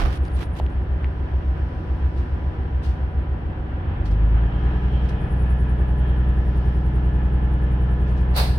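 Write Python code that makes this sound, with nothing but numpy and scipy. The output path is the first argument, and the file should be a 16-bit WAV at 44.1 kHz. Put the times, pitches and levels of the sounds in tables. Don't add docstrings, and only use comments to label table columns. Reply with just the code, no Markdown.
import sys
import numpy as np
from scipy import signal
from scipy.fft import rfft, irfft
from scipy.io import wavfile
from scipy.ndimage import uniform_filter1d

SR = 44100
rng = np.random.default_rng(int(sys.argv[2]) if len(sys.argv) > 2 else 0)


def persist_wave(psi):
    counts = np.round(np.clip(psi, -1, 1) * 32767).astype(np.int16)
    wavfile.write(sys.argv[1], SR, np.atleast_2d(counts).T)


N = 378378
TIME = np.arange(N) / SR


def undb(db):
    return 10 ** (np.asarray(db) / 20)


def ramp(start_s, length_s):
    return np.clip((TIME - start_s) / length_s, 0, 1)


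def bumps(table):
    return sum(change_db * np.exp(-((TIME - s) / half_s) ** 2) for s, half_s, change_db in table)


def swell(peak_s, rise_s, t60_s, db):
    age = TIME - peak_s
    rising = -(age / rise_s) ** 2
    fading = -np.log(1000) * age / t60_s
    return undb(db) * np.exp(np.where(age < 0, rising, fading))


def walk(rate):
    hold = int(SR / rate)
    steps = np.repeat(rng.standard_normal(N // hold + 2), hold)
    smooth = uniform_filter1d(uniform_filter1d(steps, hold), hold)[:N]
    return smooth / smooth.std()


def tone(cycles, waver_rate):
    level = 1 + .3 * walk(waver_rate + 3)
    return np.sqrt(2) * level * np.cos(2 * np.pi * cycles + .7 * walk(waver_rate))


def line(cycles, waver_rate):
    angle = 2 * np.pi * cycles
    return walk(waver_rate) * np.cos(angle) + walk(waver_rate) * np.sin(angle)


def over_bins(points):
    hz, value = np.transpose(points)
    bin_hz = np.arange(N // 2 + 1) * SR / N
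    return np.interp(np.log(bin_hz + 1), np.log(hz), value)


# frequency in Hz, correlation (1 is identical, 0 unrelated).
LIKENESS = [(60, 1), (125, 0.88), (250, 0.5), (500, 0.78), (1000, -0.14), (2000, -0.13), (16000, 0.096)]


def diffuse(spectrum):
    alike = np.clip(over_bins(LIKENESS), -1, 1)
    noise = rfft(rng.standard_normal((2, N))) * undb(over_bins(spectrum))
    mid, side = noise * np.sqrt([1 + alike, 1 - alike])
    stereo = irfft(np.array([mid + side, mid - side]), N)
    return stereo / stereo.std()


RUN_UP_S, RUN_UP_LENGTH_S = 3.75, 1.3


def engine_speed(idle_hz=42.51, full_hz=62.5):
    return idle_hz + (full_hz - idle_hz) * np.sin(np.pi / 2 * ramp(RUN_UP_S, RUN_UP_LENGTH_S))


# centre in seconds, half length in seconds, change in dB.
BOOM_DIPS = [(4.53, 0.075, -9), (4.76, 0.14, -3), (5.22, 0.098, -10)]


def boom(firing_hz, throttle, floor_hz=55.76, width_hz=10.9, idle_db=-31.5, open_db=-15):
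    response = 1 / np.hypot(1, 2 * (firing_hz - floor_hz) / width_hz)
    return response * undb(idle_db + (open_db - idle_db) * throttle + bumps(BOOM_DIPS))


# multiple of the engine cycle,
# level in dB relative to the drone's level below. The boom takes the place of row 6.
IDLE_ORDERS = [(1, -42), (2, -39), (3, -31), (4, -23.5), (5, -17.5), (6, -14), (7, -17), (8, -7.5),
               (9, 1.5), (10, -1.8), (11, -10), (12, -10), (13, -14), (14, -23), (15, -18), (16, -20),
               (17, -17), (18, -17), (19, -22), (20, -19), (21, -21), (22, -27), (23, -27), (24, -18),
               (25, -28), (26, -30), (27, -27), (28, -24), (30, -29), (32, -30), (34, -28), (36, -29),
               (38, -26), (40, -28), (42, -29), (44, -30)]
LOAD_ORDERS = [(1, -47), (2, -36), (3, -16), (4, -28), (5, -10), (6, 0), (7, -18), (8, -18), (9, -19),
               (10, -27), (11, -25), (12, -11.5), (13, -26), (14, -17), (15, -26), (16, -24), (17, -31),
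               (18, -16), (19, -33), (20, -28), (21, -38), (22, -41), (23, -35), (24, -28), (25, -39),
               (26, -39), (27, -32), (28, -29), (29, -39), (30, -28), (31, -40), (32, -33), (33, -33),
               (34, -36), (35, -38), (36, -33), (37, -37), (38, -35), (39, -38), (40, -37), (41, -39),
               (42, -31), (43, -39), (44, -43)]
# centre in seconds, half length in seconds, change in dB.
LOPE_CHANGES = [(.38, .06, 2), (.51, .06, -5), (1.22, .08, -5.5), (1.78, .15, -4.5), (2.06, .05, 2),
                (2.52, .22, -3), (2.9, .05, 2), (3.68, .25, -6.5)]


def drone(firing_hz, turn, load, lump=.55, sway_rate=4, firing_sway=0.032, port_phase=0.099):
    idle_db, load_db = -25.8, -18.7
    idle, loaded = dict(IDLE_ORDERS), dict(LOAD_ORDERS)
    throttle = ramp(3.88, 0.24)
    fuelling = ramp(RUN_UP_S, .42)
    lope = undb(bumps(LOPE_CHANGES))
    wobble = (1 - load) * .08 + load * .05
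    angle = 2 * np.pi * (turn - lump)
    ports = np.array([[port_phase], [-port_phase]])
    firing_level = boom(firing_hz, throttle) * (1 + firing_sway * walk(sway_rate))
    out = firing_level * np.cos(6 * angle + ports)
    for k in loaded:
        if k == 6:
            continue
        drive = fuelling if k in (12, 18) else load
        idling = (1 - load) * (lope if 6 < k < 12 else 1)
        idle_part = idling * undb(idle_db + idle.get(k, -np.inf))
        gain = idle_part + drive * undb(load_db + loaded[k])
        scatter = rng.uniform(0, 2 * np.pi) * (k < 5 or k > 12)
        ringing = .4 * (1 - load) * (k - 9.5) ** 2 * (6 < k < 12)
        phase = k * angle + scatter + ringing + wobble * walk(sway_rate)
        out = out + gain * (1 + wobble * walk(sway_rate)) * np.cos(phase + ports)
    return np.sqrt(2) * out


# frequency in Hz, relative strength in dB per Hz.
RUMBLE = [(20, -15.5), (35, -9), (60, 1.5), (78, 3), (105, -11), (135, -11), (200, -15), (260, -13),
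          (300, -13.5), (335, -10), (385, -12.5), (430, -18), (560, -18), (800, -31.5), (1500, -75.5)]
RUMBLE_LOADED = [(20, -18), (42, -14), (58, -4), (76, 5.5), (100, -5.5), (135, -4), (190, -16), (260, -17),
                 (340, -13.5), (420, -16.5), (560, -18.5), (800, -29), (1500, -75)]
CLATTER = [(250, -22), (500, -13), (780, 0), (1100, -6.5), (1400, -6), (1750, -6.5), (2100, -14.5),
           (2600, -16.5), (3200, -18.5), (3700, -28), (4500, -35), (7000, -69)]
CLATTER_LOADED = [(250, -22), (480, -15), (660, -4), (790, -1), (930, -3), (1120, -7.5), (1320, -5),
                  (1560, -8.5), (1730, -3.5), (1870, -11.5), (2150, -14.5), (2600, -16), (3100, -16.5),
                  (3700, -27), (4500, -37.5), (7000, -67)]
HISS = [(2000, -15), (3800, -2), (4800, -3.5), (5700, -5), (6800, -22.5), (9000, -15), (11000, -21.5),
        (16000, -35.5)]
# centre in seconds, half length in seconds, rise in dB.
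CLATTER_SWELLS = [(3.9, 0.18, 2), (4.75, 0.38, 2.5)]
HISS_SWELLS = [(1.9, 1, 7), (4.85, 0.34, 3), (6.65, 0.2, 5)]


def machinery(turn, load, knock=0.071, flicker_db=0.79):
    firing = np.cos(2 * np.pi * 6 * turn)
    pulsing = (1 + knock * firing) * undb(flicker_db * walk(18))
    idling, pulling = np.sqrt(1 - load), np.sqrt(load)
    rumble = idling * diffuse(RUMBLE) * undb(-32.5)
    rumble = rumble + pulling * diffuse(RUMBLE_LOADED) * undb(-31.8)
    clatter = idling * diffuse(CLATTER) * undb(-43)
    clatter = clatter + pulling * diffuse(CLATTER_LOADED) * undb(-41.5)
    hiss = diffuse(HISS) * undb(-72 + 4 * load + bumps(HISS_SWELLS))
    return rumble + pulsing * clatter * undb(bumps(CLATTER_SWELLS)) + hiss


def valve_train(turn, load, load_db=-47, idle_db=-50, tilt=1.6, size=4096):
    k = np.arange(size // 2 + 1)
    comb = np.where((k > 44) & (k < 170), np.maximum(k, 1.) ** -tilt, 0)
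    cycle = irfft(rfft(rng.standard_normal((2, size))) * comb)
    cycle = cycle / cycle.std()
    place = np.arange(size) / size
    rattle = np.array([np.interp(turn, place, side, period=1) for side in cycle])
    return rattle * (load * undb(load_db) + (1 - load) * undb(idle_db))


# multiple of the engine cycle, level in dB at full load,
# waver rate in steps per second.
GEARS = [(46, -53, 1.5), (57.9, -57, 3), (70.8, -56.5, 3), (78, -58.5, 2), (81.15, -53, 1.5),
         (98.8, -61, 4), (125.6, -62, 3), (141.2, -65, 3), (156.5, -65, 8), (160.2, -63, 5),
         (164.9, -58.5, 7), (166, -61.5, 6), (168, -61, 14), (240, -70, 5), (281.3, -70, 8),
         (308, -71.5, 3), (324, -77, 5), (343.7, -76, 5)]


def gears(turn, load, idle_share=0.072):
    whine = [sum(undb(db) * tone(k * turn, rate) for k, db, rate in GEARS) for _ in range(2)]
    return np.array(whine) * (idle_share + (1 - idle_share) * load ** 4)


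# time in seconds, pitch in Hz, level in dB.
CONVERTER = [(4, 1800, -110), (4.7, 1890, -69), (5.35, 1920, -58.5), (6, 1870, -63), (6.7, 1867, -60.5),
             (7.4, 1874, -68.5), (8.5, 1790, -65)]


def converter(waver_rate=5):
    s, hz, db = np.transpose(CONVERTER)
    cycles = np.cumsum(np.interp(TIME, s, hz)) / SR
    return undb(np.interp(TIME, s, db)) * np.array([tone(cycles, waver_rate) for _ in range(2)])


# centre in seconds, half length in seconds, rise in dB.
BELT_SLIPS = [(.33, 0.42, 23), (4.8, .6, 8.5), (5.55, 0.4, 2.5)]


def belt(sharpness=1.1, slack_waver_rate=300, taut_waver_rate=700, bend_hz=50):
    slack_hz, taut_hz = 9300, 10120
    slack_db, taut_db = -79.5, -65.5
    slack_rate, taut_rate = 10.47, 10.37
    chirp_s = 5.994
    taut = ramp(5.12, 0.21)
    hz = slack_hz + (taut_hz - slack_hz) * taut
    db = slack_db + (taut_db - slack_db) * taut + bumps(BELT_SLIPS)
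    turn = np.cumsum(slack_rate + (taut_rate - slack_rate) * taut) / SR
    angle = 2 * np.pi * (turn - np.interp(chirp_s, TIME, turn))
    cycles = np.cumsum(hz + bend_hz * np.sin(angle) + 30 * walk(11)) / SR
    gate = np.exp(sharpness * (np.cos(angle) - 1))

    def squeal():
        return (1 - taut) * line(cycles, slack_waver_rate) + taut * line(cycles, taut_waver_rate)
    return gate * undb(db) * np.array([squeal() for _ in range(2)])


# peak in seconds, swell in seconds, fade by 60 dB in seconds, pitch in Hz, level in dB.
SINGING = [(3.88, .1, .6, 3480, -70), (4.6, .12, 1.6, 3205, -60.5), (4.98, .2, 1.1, 3203, -58.5),
           (4.98, .12, 1, 2993, -63), (5.22, .1, .6, 3510, -67), (5.2, .17, 2.4, 2512, -59.5),
           (6.1, .15, 1, 3208, -63)]
# peak in seconds, swell in seconds, fade by 60 dB in seconds, level in dB.
SCRUBS = [(3.92, .12, .8, -66), (4.6, .13, .9, -58), (4.96, .06, 1.1, -50), (6.06, .13, 1, -54.5)]
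# frequency in Hz, relative strength in dB per Hz.
SCRUB = [(1500, -22), (2400, -1.5), (3200, 5), (3700, -12.5), (4050, -9), (4600, -20), (7000, -40.5)]


def wheels(waver_rate=7):
    def sing():
        return sum(swell(s, rise, t60, db) * tone(hz * TIME, waver_rate) for s, rise, t60, hz, db in SINGING)
    ring = np.array([sing() for _ in range(2)])
    return ring + sum(swell(*row) for row in SCRUBS) * diffuse(SCRUB)


# peak in seconds, swell in seconds, fade by 60 dB in seconds,
# level of the dull part in dB, level of the bright part in dB (both before the grain and the pan).
RUBS = [(0.012, 0.04, 0.33, -25, -40), (.09, 0.045, 0.23, -41, -62), (.155, 0.041, 0.11, -42, -46.5),
        (.27, 0.029, 0.26, -62, -56), (.385, 0.032, 0.25, -56, -50), (0.432, 0.03, 0.06, -34.5, -45),
        (.572, 0.013, 0.11, -47, -47.5), (0.598, 0.013, 0.018, -58, -46.5)]
# frequency in Hz, relative strength in dB per Hz.
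RUB_LOW = [(100, 5.5), (400, -1), (850, -2), (1300, -4), (2500, -13.5), (4000, -22.5), (5700, -23),
           (7200, -48)]
RUB_HIGH = [(1000, -6), (3000, 4.5), (5500, -8), (7500, -14), (10000, -12), (16000, -23)]
# start in seconds, pitch in Hz,
# width in Hz (wider is shorter), peak of the envelope in dB.
TAPS = [(0.253, 4460, 4000, -35), (.282, 4700, 500, -47), (.318, 3000, 2000, -42), (.422, 2700, 1500, -29),
        (.429, 2000, 1900, -26), (.5535, 4000, 3000, -41), (0.5995, 760, 420, -17),
        (0.5995, 2100, 2600, -24.5), (.6645, 2750, 1500, -31.5), (.703, 8000, 7000, -48),
        (1.0445, 2100, 1150, -24)]


def hand(pan_db=-5, bump_s=0.0453, bump_hz=38, bump_db=-12):
    low = sum(swell(s, rise, t60, db) for s, rise, t60, db, _ in RUBS)
    high = sum(swell(s, rise, t60, db) for s, rise, t60, _, db in RUBS)
    skin_grain = undb(2.2 * walk(450))
    rubs = (low * diffuse(RUB_LOW) + high * diffuse(RUB_HIGH)) * skin_grain
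    bump = swell(bump_s, 0.024, 0.13, bump_db) * np.cos(2 * np.pi * bump_hz * (TIME - bump_s))
    taps = 0
    for s, hz, width_hz, db in TAPS:
        age = np.maximum(TIME - s, 0)
        push = np.pi * width_hz * age
        taps = taps + undb(db) * push * np.exp(1 - push) * np.sin(2 * np.pi * hz * age)
    pan = undb(np.array([[pan_db], [-pan_db]]) / 2)
    return (rubs + bump) * pan + taps


# frequency in Hz, relative strength in dB per Hz.
JET_COLOUR = [(500, -9), (2000, -3), (3200, -3.5), (4000, 6), (4650, 6), (5200, -4.5), (6000, -7),
              (6900, -15), (7500, -9.5), (8300, -9.5), (9000, -.5), (9700, -5), (11000, -4.5), (12000, -.5),
              (13000, -4), (16000, -5)]
RING_COLOUR = [(200, -14), (420, -1), (740, 7.5), (1100, 0), (2000, -4.5), (2500, -4), (3200, -8),
               (4000, -1), (4700, -1.5), (5400, -11.5), (6000, -14.5), (6900, -23), (9100, -12),
               (10500, -19), (12200, -18), (13000, -25), (16000, -35)]


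def valve(open_s=8.365, pan_db=-2, jet_db=-28.5, jet_t60=0.27, jet_hold_s=0.015, ring_db=-23, ring_t60=0.48):
    burst = swell(open_s, 0.0027, jet_t60, jet_db)
    hold = swell(open_s + jet_hold_s, 0.008, jet_t60, jet_db)
    jet = np.maximum(burst, hold) * diffuse(JET_COLOUR)
    ring = swell(open_s + 0.024, 0.027, ring_t60, ring_db) * diffuse(RING_COLOUR)
    return (jet + ring) * undb(np.array([[pan_db], [-pan_db]]) / 2)


# peak in seconds, swell in seconds, fade by 60 dB in seconds, level in dB.
CREAKS = [(2.18, .015, 0.34, -55), (2.845, 0.016, 0.43, -47.5), (4.058, 0.005, 0.17, -48),
          (4.114, .005, 0.2, -55), (5.06, .02, .4, -59), (5.092, 0.005, 0.1, -49.5),
          (8.09, 0.022, 0.32, -57), (8.18, .015, 0.23, -56)]
# frequency in Hz, relative strength in dB per Hz.
CREAK = [(1200, -21), (2800, 5), (4500, 1), (5800, -4), (7200, -14), (9500, -11), (12000, -21.5),
         (16000, -24.5)]


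def trim(grain_db=1.0):
    return sum(swell(*row) for row in CREAKS) * diffuse(CREAK) * undb(grain_db * walk(250))


# start in seconds, length in seconds, lowest pitch in Hz,
# highest pitch in Hz, squeaks per second, average peak of one squeak in dB before it is shared between the sides.
SQUEAKS = [(4.6, .55, 3750, 4250, 350, -74), (4.58, .55, 4400, 6000, 700, -82),
           (5.18, .3, 8900, 9500, 120, -74), (5.2, .45, 10300, 10700, 120, -73),
           (6.4, .38, 10800, 13400, 110, -79), (6.4, .42, 4000, 6000, 700, -81)]


def squeaks(squeak_s=.04, most_slide=.02):
    out = np.zeros((2, N))
    size = int(squeak_s * SR)
    along = np.linspace(-1, 1, size)
    for s, length, low, high, rate, db in SQUEAKS:
        for when, pitch, slide, strength, side in rng.random((int(rate * length), 5)):
            hz = (low + (high - low) * pitch) * (1 + most_slide * (slide - .5) * along)
            level = undb(db) * 2 * strength
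            whistle = level * np.hanning(size) * np.sin(2 * np.pi * np.cumsum(hz) / SR)
            start = int((s + when * length) * SR) - size // 2
            out[:, start:start + size] += np.sqrt([[side], [1 - side]]) * whistle
    return out


# pitch in Hz, level in dB.
FANS = [(246, -54), (312.2, -51), (495.3, -60), (742.9, -55), (990, -54.5), (1190, -67.5), (1976, -73)]


def fans(drift=0.094):
    def hum(hz, db):
        level = undb(db) * (1 + .17 * walk(3.5))
        return np.sqrt(2) * level * np.cos(2 * np.pi * hz * TIME + drift * walk(2.9))
    return np.array([sum(hum(hz, db) for hz, db in FANS) for _ in range(2)])


def scene():
    firing_hz = engine_speed()
    turn = np.cumsum(firing_hz) / SR / 6
    load = np.clip((firing_hz - 43) / 16.4, 0, 1)
    engine = drone(firing_hz, turn, load) + machinery(turn, load) + valve_train(turn, load)
    drive = gears(turn, load) + converter() + belt()
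    passing = wheels() + hand() + valve() + trim() + squeaks()
    return engine + drive + passing + fans()


def record(dry):
    return signal.sosfilt(signal.ellip(10, .2, 80, 15800, fs=SR, output="sos"), dry)


dry = scene()
out = record(dry)
persist_wave(out)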